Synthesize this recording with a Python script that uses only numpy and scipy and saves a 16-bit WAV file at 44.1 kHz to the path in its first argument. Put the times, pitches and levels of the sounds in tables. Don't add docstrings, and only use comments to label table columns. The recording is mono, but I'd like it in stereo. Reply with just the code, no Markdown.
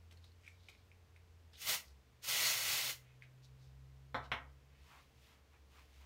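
import sys
import numpy as np
from scipy import signal
from scipy.fft import rfft, irfft, next_fast_len
from scipy.io import wavfile
from scipy.ndimage import map_coordinates

SR = 44100
rng = np.random.default_rng(int(sys.argv[2]) if len(sys.argv) > 2 else 0)


def generate_wav(signal):
    frames = np.transpose(np.atleast_2d(signal))
    scaled = np.clip(frames, -1, 1) * 32767
    pcm = np.round(scaled).astype(np.int16)
    wavfile.write(sys.argv[1], SR, pcm)


N = 267025
TIME = np.arange(N) / SR


def amp(db):
    return 10 ** (np.asarray(db) / 20)


def unit_rms(x):
    return x / np.sqrt(np.mean(x ** 2) + 1e-20)


def unit_energy(x):
    return x / (np.linalg.norm(x) + 1e-20)


def along(points, hz):
    point_hz, values = np.transpose(points)
    return np.interp(np.log(hz + 1), np.log(point_hz + 1), values)


def bump(centre_s, sigma_s):
    return np.exp(-.5 * ((TIME - centre_s) / sigma_s) ** 2)


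def wobble(knots_per_s):
    knots = rng.standard_normal(int(N * knots_per_s / SR) + 4)
    return map_coordinates(knots, [TIME * knots_per_s])


def filtered(x, response):
    size = next_fast_len(len(x) + SR // 2)
    return irfft(rfft(x, size) * response(np.fft.rfftfreq(size, 1 / SR)), size)[:len(x)]


def coloured(x, spectrum):
    return unit_rms(filtered(x, lambda hz: amp(along(spectrum, hz))))


def resonances(modes, hz):
    return sum(amp(db) * 1j * hz * width / (centre ** 2 - hz ** 2 + 1j * hz * width)
               for centre, width, db in modes)


def grainy(grains_per_s, grain_db):
    impacts = (rng.random(N) < grains_per_s / SR) * rng.standard_normal(N)
    return unit_rms(rng.standard_normal(N) + amp(grain_db) * unit_rms(impacts))


def add(track, start_s, sound):
    part = track[round(start_s * SR):][:len(sound)]
    part += sound[:len(part)]


# frequency in Hz, T60 in s.
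ROOM_T60 = [(120, 0.32), (400, 0.37), (1000, 0.34), (2400, 0.25), (4000, 0.19), (7000, 0.25), (15000, 0.23)]
def in_room(x, wet_db):
    hz, t, noise = signal.stft(rng.standard_normal(SR // 2), SR, nperseg=256)
    decay = amp(-60 * t / along(ROOM_T60, hz)[:, None])
    onset = 1 - np.exp(-t / 0.0026)
    tail = unit_energy(signal.istft(noise * decay * onset, SR, nperseg=256)[1])
    wall_lags = (SR * rng.uniform(.002, .018, size=8)).astype(int)
    tail[wall_lags] += 0.18 * rng.choice([-1, 1], size=8)
    response = amp(wet_db) * tail
    response[0] += 1
    return signal.fftconvolve(x, unit_energy(response))[:len(x)]


# time in s, firing rate in Hz.
ENGINE_REVS = [(0, 83), (.45, 88), (.8, 89.5), (1.5, 82.5), (2.1, 61.3), (2.9, 62.75), (3.7, 65.4),
               (4.3, 67.2), (5.1, 69.54), (6.05, 68.2)]
# centre in Hz, sigma in Hz, rms level in dB.
ROOM_BOOMS = [(67.1, 1.35, -63), (84, 3.5, -63)]
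def far_engine(leak_db=-76.5, waver_db=2, load_db=-61, load_peak_s=3.754):
    firing_hz = np.interp(TIME, *np.transpose(ENGINE_REVS))
    phase = 2 * np.pi * np.cumsum(firing_hz) / SR
    boom = sum(amp(db) * np.exp(-.5 * ((firing_hz - hz) / sigma_hz) ** 2)
               for hz, sigma_hz, db in ROOM_BOOMS)
    load = bump(load_peak_s, sigma_s=np.where(TIME < load_peak_s, 0.91, 0.64))
    first = (amp(leak_db) + boom) * amp(waver_db * wobble(11)) * np.sin(phase)
    second = amp(load_db + .7 * wobble(12)) * load * np.sin(2 * phase)
    return np.sqrt(2) * (first + second)


# frequency in Hz, rms level in dB.
FAN_TONES = [(452, -85), (1040, -95)]
# frequency in Hz, relative density in dB.
AIR_SPECTRUM = [(20, -12), (40, 1), (62, 11.5), (82, 12), (100, -2.5), (122, 8), (150, -1.5), (210, -2.5),
                (380, -6), (520, -7), (1200, -11.5), (2500, -13.5), (6500, -21), (8000, -24.5),
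                (10400, -28.5), (12000, -26.5), (15500, -28.5)]
def fan(air_db=-69):
    whine = sum(amp(db) * np.sqrt(2) * np.sin(2 * np.pi * hz * TIME + wobble(25))
                for hz, db in FAN_TONES)
    return whine + amp(air_db) * coloured(rng.standard_normal(N), AIR_SPECTRUM)


# frequency in Hz, relative density in dB.
SNAP_SPECTRUM = [(300, 0.5), (1200, -4), (3500, 2.5), (6500, -7), (8000, -8), (10400, -12.5), (12500, -13),
                 (15500, -19)]
def contact_snap(t, t60_s):
    return coloured(rng.standard_normal(len(t)), SNAP_SPECTRUM) * amp(-60 * t / t60_s)


# start in s, energy in dB, ring in Hz, width in Hz, snap re ring in dB.
FINGER_TICKS = [(.1111, -42, 2950, 1490, 3), (.1232, -43, 2200, 1200, 3.5), (.1725, -44, 4280, 400, -3),
                (.2419, -38.5, 3780, 450, -3.5), (.3185, -48, 4230, 400, -8), (.464, -36.5, 2370, 200, -6),
                (.4773, -27.5, 2300, 280, -11), (.6855, -32, 2370, 250, -9), (0.6869, -36.5, 2760, 1200, 2),
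                (.6948, -39.5, 2320, 400, 2.5), (.7297, -44, 2290, 250, -16), (.75, -40, 2280, 250, -13),
                (.916, -37.5, 2330, 400, -15), (1.1626, -38, 2260, 498, -9), (1.5333, -42, 5024, 399.4, 1),
                (3.2225, -29.5, 2198, 550, -14.5)]
def finger_ticks():
    out, t = np.zeros(N), np.arange(SR // 10) / SR
    for start_s, db, ring_hz, width_hz, snap_db in FINGER_TICKS:
        fade = np.exp(-np.pi * width_hz * t)
        ring = np.sin(2 * np.pi * ring_hz * t) * fade * (1 - np.exp(-t / 0.0017))
        snap = contact_snap(t, t60_s=0.04) * (1 - np.exp(-t / 0.0018))
        add(out, start_s, amp(db) * (unit_energy(ring) + amp(snap_db) * unit_energy(snap)))
    return out


# centre in s, sigma in s, level in dB, ring in Hz.
PLASTIC_RUBS = [(.252, 0.028, -74, 4000), (.465, .028, -69.5, 2310), (0.473, .046, -77, 5800),
                (0.678, 0.1, -75, 3800), (1.556, 0.016, -62, 3450), (1.88, .028, -70.5, 4750),
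                (3.07, 0.064, -75, 2240), (3.238, 0.015, -68, 2252), (3.444, 0.0096, -66, 4390),
                (3.645, 0.037, -75, 4400), (4.249, 0.016, -64.5, 3440), (4.776, 0.064, -77.5, 2280)]
def plastic_rubs():
    out = np.zeros(N)
    for centre_s, sigma_s, db, ring_hz in PLASTIC_RUBS:
        friction = grainy(grains_per_s=1200, grain_db=3)
        rub = filtered(friction, lambda hz: resonances([(ring_hz, ring_hz * 0.64, 0)], hz) ** 2)
        out += amp(db) * unit_rms(rub) * bump(centre_s, sigma_s)
    return out


def pump_flow(start_s, spit_s, full_s, let_go_s, level_db):
    spit_share, sag_db_per_s, release_db_per_s = amp(-12.5), 7, 315
    spit = np.interp(TIME, [start_s, spit_s], [0, 1]) ** 2.6
    opening = np.interp(TIME, [spit_s, full_s], [0, 1]) ** 3.45
    attack = spit_share * spit + (1 - spit_share) * opening
    sag_db = sag_db_per_s * np.maximum(TIME - full_s, 0)
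    release_db = release_db_per_s * np.maximum(TIME - let_go_s, 0)
    return attack * amp(level_db - sag_db - release_db)


# centre in Hz, width in Hz, gain in dB.
NOZZLE_MODES = [(2110, 260, -9), (2900, 500, -23), (4400, 350, -12.5), (5500, 250, -9.5), (6700, 310, -7.5),
                (11600, 696, -11.5)]
# frequency in Hz, relative density in dB.
MIST_SPECTRUM = [(50, -40), (90, -17), (124, -7.5), (200, -18.5), (350, -18), (560, -9.5), (900, -9.5),
                 (1400, -6), (1750, -8), (1950, -1), (2400, -3.5), (2900, -1), (4500, -3.5), (6600, -5),
                 (7800, -8.5), (9400, -7.5), (10400, -11.5), (12000, -8.5), (15700, -7)]
# centre in s, sigma in s, band in Hz, width in Hz, gain of the added band in dB.
SWEEP_SWELLS = [(2.346, 0.024, 3100, 600, 0), (2.462, 0.02, 4380, 420, 3), (2.49, 0.047, 6400, 908, -5.5),
                (2.683, 0.027, 2400, 900, -5.5), (2.83, 0.052, 3930, 596, -3)]
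def jet_hiss(waver_db=4):
    jet = grainy(grains_per_s=1500, grain_db=-10) * amp(0.71 * wobble(70))
    hollow = amp(waver_db * wobble(14)) * filtered(jet, lambda hz: resonances(NOZZLE_MODES[:1], hz))
    bright = filtered(jet, lambda hz: 1 + resonances(NOZZLE_MODES[1:], hz))
    hiss = coloured(hollow + bright, MIST_SPECTRUM)
    swells = sum(bump(centre_s, sigma_s) * filtered(hiss, lambda hz: resonances([band], hz))
                 for centre_s, sigma_s, *band in SWEEP_SWELLS)
    return hiss + swells


# start, first spit, full flow and let-go in s, relative level in dB.
PUMP_PRESSES = [(1.522, 1.62, 1.692, 1.746, -35), (2.202, 2.247, 2.29, 2.898, -34)]
def spray(sway_hz=3.86, sway_db=1.48, nearest_s=2.465):
    sway = amp(sway_db * np.cos(2 * np.pi * sway_hz * (TIME - nearest_s)))
    flow = sway * sum(pump_flow(*press) for press in PUMP_PRESSES)
    hiss = jet_hiss()
    body = filtered(hiss, lambda hz: 1 / (1 + (hz / 1300) ** 4))
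    fizz = filtered(hiss, lambda hz: 1 - 1 / (1 + (hz / 7000) ** 4))
    pressure = np.minimum(flow / amp(-42.5), 1)
    dribble = np.exp(-flow / amp(-59))
    mist = flow * (hiss - (1 - pressure) * body - dribble * fizz)
    return amp(0.2) * in_room(mist, wet_db=-10)


def scattered(x, count, feedback=.7):
    for delay_s in rng.uniform(.0008, .0035, size=count):
        bounce = lambda hz: np.exp(-2j * np.pi * hz * delay_s)
        x = filtered(x, lambda hz: (bounce(hz) - feedback) / (1 - feedback * bounce(hz)))
    return x


# start in s, energy in dB, contact time in s, click re thud in dB.
BASE_KNOCKS = [(4.1450, -6, 0.000546, -28.5), (4.3172, -5, 0.00033, -26)]
# centre in Hz, width in Hz, relative gain in dB.
COUNTER_MODES = [(123, 21, 3), (261.4, 64, -3.5), (539, 20, 2.5), (727, 51, -4), (920, 140, -7),
                 (1055, 120, -1), (1323, 130, 2.5), (1570, 200, 1), (2170, 520, 5.5), (2820, 790, -8),
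                 (3360, 1150, 8), (4160, 500, 13)]
def set_down(cutoff_hz=5300):
    out, t = np.zeros(N), np.arange(SR // 2) / SR
    for start_s, db, contact_s, click_db in BASE_KNOCKS:
        push = np.sin(np.pi * np.minimum(t / contact_s, 1))
        thud = filtered(push, lambda hz: resonances(COUNTER_MODES, hz) / (1 + (hz / cutoff_hz) ** 6))
        click = amp(click_db) * unit_energy(contact_snap(t, t60_s=0.031))
        knock = scattered(unit_energy(thud) + click, count=2)
        add(out, start_s, amp(db) * unit_energy(in_room(knock, wet_db=-1)))
    return out


# centre in s, sigma in s, relative strand and swish levels in dB, palm lag in s.
HAIR_STROKES = [(4.935, 0.091, -66.5, -61.5, 0.011), (5.27, 0.077, -68, -70.5, .055),
                (5.545, 0.037, -78, -69, 0.0029), (5.778, 0.06, -67.5, -65, .003),
                (5.99, 0.072, -68.5, -70.5, .05)]
# frequency in Hz, relative density in dB.
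SWISH_SPECTRUM = [(300, -17), (600, -9), (900, -0.5), (1150, 1.5), (1500, -5.5), (2500, -5), (5000, -37)]
STRAND_SPECTRUM = [(900, -13), (2200, 2), (3000, 1.5), (4500, -2), (6500, -6), (8000, -10.5),
                   (10400, -13.5), (12000, -12), (15500, -13)]
def combing(palm_time_share=0.57):
    palm, fingers = np.zeros((2, N))
    for centre_s, sigma_s, strand_db, swish_db, lag_s in HAIR_STROKES:
        palm += amp(swish_db) * bump(centre_s + lag_s, palm_time_share * sigma_s)
        fingers += amp(strand_db) * bump(centre_s, sigma_s)
    swish = coloured(rng.standard_normal(N), SWISH_SPECTRUM)
    strands = coloured(grainy(grains_per_s=760, grain_db=-6.5), STRAND_SPECTRUM)
    return amp(-1.5) * palm * swish + amp(-2.5) * fingers * strands


def scene():
    background = far_engine() + fan()
    handling = in_room(finger_ticks() + plastic_rubs(), wet_db=-6)
    sound = background + handling + spray() + set_down() + combing()
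    return np.array([sound, sound])


def record(dry):
    top_hz = 15800
    edge = lambda hz: np.exp(-(np.minimum(hz / top_hz, 2) ** 200))
    return np.array([filtered(channel, edge) for channel in dry])


dry = scene()
out = record(dry)
generate_wav(out)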